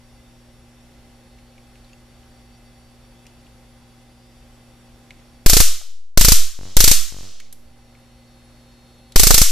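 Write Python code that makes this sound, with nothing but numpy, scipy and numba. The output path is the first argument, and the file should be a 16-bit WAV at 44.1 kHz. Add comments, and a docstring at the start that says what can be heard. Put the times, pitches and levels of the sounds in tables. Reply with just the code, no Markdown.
"""A small room hums with mains and fans while two thin, high tones swell in the background.
A handheld stun gun is turned over above a desk: its plastic case clicks and skin squeaks faintly on it.
From about 5.5 s it fires three short bursts, 28 sparks a second, each a sharp crack that rings in the room.
The sparks overload the camera's input; its gain control ducks and swells back, twice with soft low ticks.
A few more clicks of case and switch follow, and a fourth, longer burst closes the scene."""
import sys
import numpy as np
from scipy import signal
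from scipy.fft import rfft, irfft, next_fast_len
from scipy.io import wavfile
from scipy.ndimage import map_coordinates
from numba import njit

SR = 44100
rng = np.random.default_rng(int(sys.argv[2]) if len(sys.argv) > 2 else 0)


def store_wav(level_fs):
    """Save 16-bit WAV to argv[1]."""
    pcm = np.round(np.clip(np.atleast_2d(level_fs), -1, 1) * 32767)
    wavfile.write(sys.argv[1], SR, pcm.T.astype(np.int16))


N = 419391

# Stereo image of two microphone ports a finger's width apart.
# Each row: frequency in Hz, side minus mid in dB.
MIC_WIDTH = [(200, -11.5), (1000, -25.5), (2500, -18), (5000, -6.5), (8000, -1), (10500, 0), (14000, -3.5)]
# Trigger presses. Each row: first and last spark in seconds, crack trim in dB as the electrodes point at
# the camera, pop trim in dB, push on the input of the first spark and of later ones in full scales.
TRIGGER_BURSTS = [(5.462, 5.603, 0.5, 3, 2.74, 0.75), (6.1746, 6.3202, 2.4, 3, 2.0, 0.93),
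                  (6.7677, 6.9137, 3.1, -1, 2.7, 0.45), (9.1596, 9.4160, 2.86, 4, 2.3, 0.81)]
SPARK_DB = 33  # the boost that drives the sparks into overload, and the range of the gain control


def amp(db):
    """Decibels to gain."""
    return 10 ** (np.asarray(db) / 20)


def unit(x):
    """Scale to rms 1."""
    return x / np.sqrt(np.mean(x ** 2) + 1e-20)


def along(points, hz):
    """Read (Hz, value) points on a log frequency axis."""
    f, v = np.transpose(points)
    return np.interp(np.log(hz + 1), np.log(f + 1), v)


def wobble(rate):
    """A smooth random curve, rate knots a second."""
    knots = rng.standard_normal(int(N * rate / SR) + 4)
    grid = np.arange(0, N, 64)
    return np.interp(np.arange(N), grid, map_coordinates(knots, [grid * rate / SR]))


def add(track, s, sound):
    """Mix a sound into a track at s seconds."""
    start = round(s * SR)
    track[..., start:start + sound.shape[-1]] += sound[..., :N - start]


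def noise(spectrum, width, size):
    """Stereo noise of rms 1 with a given colour and width."""
    m = next_fast_len(size)
    hz = np.fft.rfftfreq(m, 1 / SR)
    spread = amp(along(width, hz))
    mid, side = rfft(rng.standard_normal((2, m))) * amp(along(spectrum, hz)) / np.hypot(1, spread)
    return unit(irfft([mid + spread * side, mid - spread * side], m)[:, :size])


def tone(hz, jitter_hz):
    """A sine of rms 1 whose pitch trembles."""
    return np.sqrt(2) * np.sin(2 * np.pi * np.cumsum(hz + jitter_hz * wobble(150)) / SR)


def room_tone(air_db=-51, whine_db=-73, whine_hz=10595, swing_hz=65, chirp_db=-82, chirp_hz=2870):
    """The bed: air noise, mains hum, fan tones and a thin electronic whine that warbles."""
    # Colour of the air. Each row: frequency in Hz, relative noise density in dB.
    air_colour = [(12, -29.5), (20, -3.5), (60, -0.5), (90, -14), (122, -15), (148, -12.5), (206, -18),
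                  (242, -16), (319, -17), (356, -20), (386, -19), (787, -21), (1010, -23.5), (4550, -30.5),
                  (14000, -37)]
    # Width of the air. Each row: frequency in Hz, side minus mid in dB.
    air_width = [(60, -14.5), (180, -6.5), (550, -9.5), (1640, -6.5), (4950, -2), (14900, 3)]
    # Mains hum and fan tones. Each row: frequency in Hz, rms level in dB.
    hum_tones = [(119.8, -56), (239.7, -55.5), (355, -68), (526, -69.5), (538, -69.5), (600, -73),
                 (778, -68), (817, -74), (2040, -74), (2627, -76.5), (3090, -81.5), (3381, -76),
                 (3618, -75.5), (4608, -73), (5190, -80), (5539, -78), (5599, -76), (6530, -84),
                 (7757, -82)]
    air = amp(air_db + .5 * wobble(5)) * noise(air_colour, air_width, N)
    hum = 0
    for hz, db in hum_tones:
        depth_db = along([(240, .3), (800, 2.1), (4000, 3.1)], hz)  # higher tones flutter more
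        flutter_db = depth_db * (.5 * wobble(1.505) + wobble(40))
        hum += amp(db + flutter_db) * tone(hz, jitter_hz=0.0021 * hz)
    warble_hz = 10.3 + 0.76 * wobble(3)
    warble = np.sin(2 * np.pi * np.cumsum(warble_hz) / SR)
    whine = amp(whine_db + 2.0 * wobble(60)) * tone(whine_hz + swing_hz * warble, jitter_hz=55.3)
    chirp = amp(chirp_db) * (1 + warble) * tone(chirp_hz, jitter_hz=20)  # pulses with the warble
    return air + hum + whine + chirp


def high_tones(low_hz=3731, high_hz=4257, low_db=-4):
    """Two thin tones that swell as the camera tips up."""
    # Fader ride. Each row: time in seconds, rms level of the upper tone in dB.
    swell = [(0, -91), (1.3, -72), (2.2, -77), (5, -80.5), (7.8, -73), (8.4, -68), (9.1, -67)]
    pair = amp(low_db) * tone(low_hz, jitter_hz=8) + tone(high_hz, jitter_hz=8)
    swell_db = np.interp(np.arange(N) / SR, *np.transpose(swell))
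    return amp(swell_db + wobble(4.2)) * pair


def case_clicks(ring_t60=0.023, snap_t60=0.019, ring_q=7, room_db=-25, room_t60=0.43, attack_s=0.00084):
    """Plastic case and switch: each click is one damped resonance, a bright snap and a trace of room."""
    # Each row: start in seconds, relative level in dB, resonance in Hz, snap against the ring in dB.
    click_cues = [(1.3862, -43, 2340, -14), (1.5786, -41, 2340, -20), (1.7549, -43, 2430, -12),
                  (1.8448, -46, 4200, -18), (1.8947, -45, 2350, -17.5), (2.232, -50, 2600, -18),
                  (3.255, -43, 2450, -22), (3.266, -42, 2630, 5), (3.4665, -48, 2750, -20),
                  (5.1059, -30, 2180, -19), (5.813, -1.5, 600, -14), (6.528, -21, 600, -12),
                  (7.4001, -22.5, 2180, 3), (7.526, -22.5, 11700, -4), (7.949, -44, 2220, -15.5),
                  (9.1205, -37, 3975, 4)]
    contact_colour = [(500, -18), (2000, -6.5), (7000, -1.5), (14000, -13)]
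    out, t = np.zeros((2, N)), np.arange(SR // 4) / SR
    attack = 1 - np.exp(-t / attack_s)
    for s, db, hz, snap_db in click_cues:
        contact = noise(contact_colour, MIC_WIDTH, len(t))
        ring = unit(signal.lfilter(*signal.iirpeak(hz, ring_q, fs=SR), contact))
        click = ring * amp(-60 * t / ring_t60) + contact * amp(snap_db - 60 * t / snap_t60)
        echo = (ring + amp(snap_db) * contact) * amp(room_db - 60 * t / room_t60)
        add(out, s, amp(db - 4.0) * (click + echo) * attack)
    return out


def grip_ticks(attack_s=.0007):
    """As the grip shifts, plastic snaps on plastic with a small, clean ring."""
    # Each row: start in seconds, level in dB.
    tick_cues = [(1.932, -39.5), (3.267, -46)]
    # The part's resonances. Each row: frequency in Hz, relative level in dB, seconds to fall 60 dB.
    plastic_modes = [(2700, 0.5, 0.021), (3250, -10, .015), (4657, -4, .012), (6778, -1, .014)]
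    out, t = np.zeros(N), np.arange(SR // 10) / SR
    ring = sum(amp(db - 60 * t / t60) * np.sin(2 * np.pi * hz * t) for hz, db, t60 in plastic_modes)
    for s, db in tick_cues:
        add(out, s, amp(db) * ring * (1 - np.exp(-t / attack_s)))
    return out


def skin_squeak(db=-69, hz=4950, peak_s=4.26, fade_s=0.22):
    """One faint squeak of skin on plastic, fading in and out."""
    t = np.arange(N) / SR
    return amp(db) * np.exp(-((t - peak_s) / fade_s) ** 2) * tone(hz, jitter_hz=80.5)


def spark_times(start, stop, per_second=27.6):
    """While the trigger is held the gap charges and fires at a steady rate."""
    return np.linspace(start, stop, round((stop - start) * per_second) + 1)


def sparks(shock_db=4, crack_db=-4, crack_s=0.0093, pop_db=-15, pop_s=0.0054,
           first_pop_db=4.5, pop_scatter_db=3.5, echo_db=-13, build_s=0.0034, alike=0.59):
    """Each discharge: a shock front, a cluster of close reflections, a low pop and the room's tail."""
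    # The crack with its reflections off the desk. Each row: frequency in Hz, relative density in dB.
    crack_colour = [(200, -38), (1000, -15.5), (2000, -10.5), (3200, -5.5), (4200, 2.5), (5600, 3.5),
                    (7500, 3.5), (10500, -4), (12500, 1.5), (14000, 0)]
    # The short, low pop of each spark overloading the input.
    # Each row: frequency in Hz, relative density in dB.
    pop_colour = [(60, -6.5), (250, -2.5), (450, 3.5), (750, -3), (1000, -5.5), (1500, -5), (3000, -13),
                  (8000, -30)]
    pop_width = [(150, 3.5), (600, -2.5), (2000, -3.5)]
    out, t = np.zeros((2, N)), np.arange(SR) / SR
    early = t[:SR // 25]
    shock_age = early / .00006
    shock = amp(shock_db) * (shock_age - 1) * np.exp(-shock_age)
    crack_fade, pop_fade = np.exp(-(early / crack_s) ** 2), np.exp(-early / pop_s)
    echo_build = amp(echo_db) * (1 - np.exp(-t / build_s))
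    # the echo paths stay much the same, but the arc takes a new path each time
    kept, fresh = np.sqrt([alike, 1 - alike])
    same_tail, same_crack = room_tail(SR), noise(crack_colour, MIC_WIDTH, len(early))
    for start, stop, aim_db, burst_pop_db, _, _ in TRIGGER_BURSTS:
        for k, s in enumerate(spark_times(start, stop)):
            # the first spark of each burst pops harder
            accent_db = pop_scatter_db * rng.standard_normal() if k else first_pop_db
            new_crack = noise(crack_colour, MIC_WIDTH, len(early))
            crack = amp(crack_db + aim_db) * (kept * same_crack + fresh * new_crack)
            pop = amp(pop_db + burst_pop_db + accent_db) * noise(pop_colour, pop_width, len(early))
            add(out, s, shock + crack * crack_fade + pop * pop_fade)
            add(out, s, echo_build * (kept * same_tail + fresh * room_tail(SR)))
    return out


def room_tail(size):
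    """Diffuse echo off the walls, in which the treble dies first."""
    # Colour of the echo. Each row: frequency in Hz, relative density in dB.
    echo_colour = [(150, -49), (300, -36), (500, -26), (950, -22), (1250, -10), (1600, -10.5), (2100, -8.5),
                   (2600, -6), (3300, -2), (4800, 0.5), (6000, 3.5), (7500, 3), (10500, 1), (12500, 1),
                   (14000, -4.5)]
    # Reverb time. Each row: frequency in Hz, seconds to fall 60 dB.
    reverb_times = [(300, 0.93), (1500, 0.5), (4000, 0.52), (7000, 0.47), (10000, 0.39), (14000, 0.38)]
    hz, t, bands = signal.stft(noise(echo_colour, MIC_WIDTH, size), SR, nperseg=256)
    decay = amp(-60 * t / along(reverb_times, hz)[:, None])
    return signal.istft(bands * decay, SR, nperseg=256)[1][:, :size]


@njit
def gain_cut(need, hold, recovery):
    """Ducking in dB: it jumps up at once, holds, then relaxes (times in samples)."""
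    out, cut, last = np.zeros(len(need)), 0.0, 0
    for i in range(len(need)):
        if need[i] >= cut:
            cut, last = need[i], i
        elif i - last > hold[last]:
            cut -= cut / recovery[last]
        out[i] = cut
    return out


def gain_control(x, target_db=-2):
    """Overload turns the gain down; it swells back after a hold."""
    # Release after the bursts. Each row: time, hold and recovery time constant, all in seconds.
    release_times = [(5.602, 0.27, 1.3), (6.325, 0.27, 0.15), (6.92, 0.23, 0.21)]
    peak_db = 20 * np.log10(np.abs(x).max(axis=0) + 1e-9)
    need_db = np.clip(peak_db - target_db, 0, SPARK_DB)
    s, *columns = np.transpose(release_times)
    hold, recovery = [SR * np.interp(np.arange(N) / SR, s, column) for column in columns]
    return x * amp(-gain_cut(need_db, hold, recovery))


def input_sag(rise_s=0.00095, length_s=0.03, pan_db=1.5, scatter=.45, coupling_hz=1.36, rail=1.0):
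    """Each spark shoves the input off its rest point; two coupling capacitors let it swing back."""
    out, t = np.zeros((2, N)), np.arange(SR // 4) / SR
    shove = (1 - np.exp(-t / rise_s)) * np.exp(-(t / length_s) ** 1.09)
    pan = amp([pan_db / 2, -pan_db / 2])  # the left input is pushed harder
    for start, stop, _, _, first_push, later_push in TRIGGER_BURSTS:
        for k, s in enumerate(spark_times(start, stop)):
            push = (later_push if k else first_push) * pan + scatter * rng.standard_normal(2)
            add(out, s, -np.outer(push, shove))
    coupling = signal.butter(1, coupling_hz, "high", fs=SR)
    swing = signal.lfilter(*coupling, signal.lfilter(*coupling, out))
    return np.maximum(swing, -rail)


def low_ticks(gap_s=.0213, settle_s=0.016, edge_hz=3500, buzz_db=-2, buzz_ticks=9, fade_db_per_s=149.5):
    """Small steps of the input's rest point settle: even ticks, then a fading buzz at twice the rate."""
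    # Runs while the level climbs back. Each row: start and quickening in seconds, step size in dB.
    tick_runs = [(6.5906, 6.6546, -26.5), (7.1239, 7.232, -29)]
    out, t = np.zeros(N), np.arange(SR // 4) / SR
    step = np.exp(-t / settle_s)
    for start, quickens, db in tick_runs:
        for s in np.arange(start, quickens - gap_s / 2, gap_s):
            add(out, s, amp(db) * step)
        for later in np.arange(buzz_ticks) * gap_s / 2:
            add(out, quickens + later, amp(db + buzz_db - fade_db_per_s * later) * step)
    return signal.lfilter(*signal.butter(1, edge_hz, fs=SR), out)


def scene():
    """Very loud sparks over handling noise in a quiet room."""
    return amp(SPARK_DB) * sparks() + case_clicks() + grip_ticks() + room_tone() + high_tones() + skin_squeak()


def record(dry):
    """Gain control, a sagging input that clips just under full scale, and a steep treble cut."""
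    clipped = np.clip(gain_control(dry) + input_sag() + low_ticks(), -.95, .95)
    lowpass = signal.firwin(401, cutoff=14280, window=("kaiser", 9), fs=SR)
    return signal.fftconvolve(clipped, lowpass[None], mode="same", axes=1)


dry = scene()
out = record(dry)
store_wav(out)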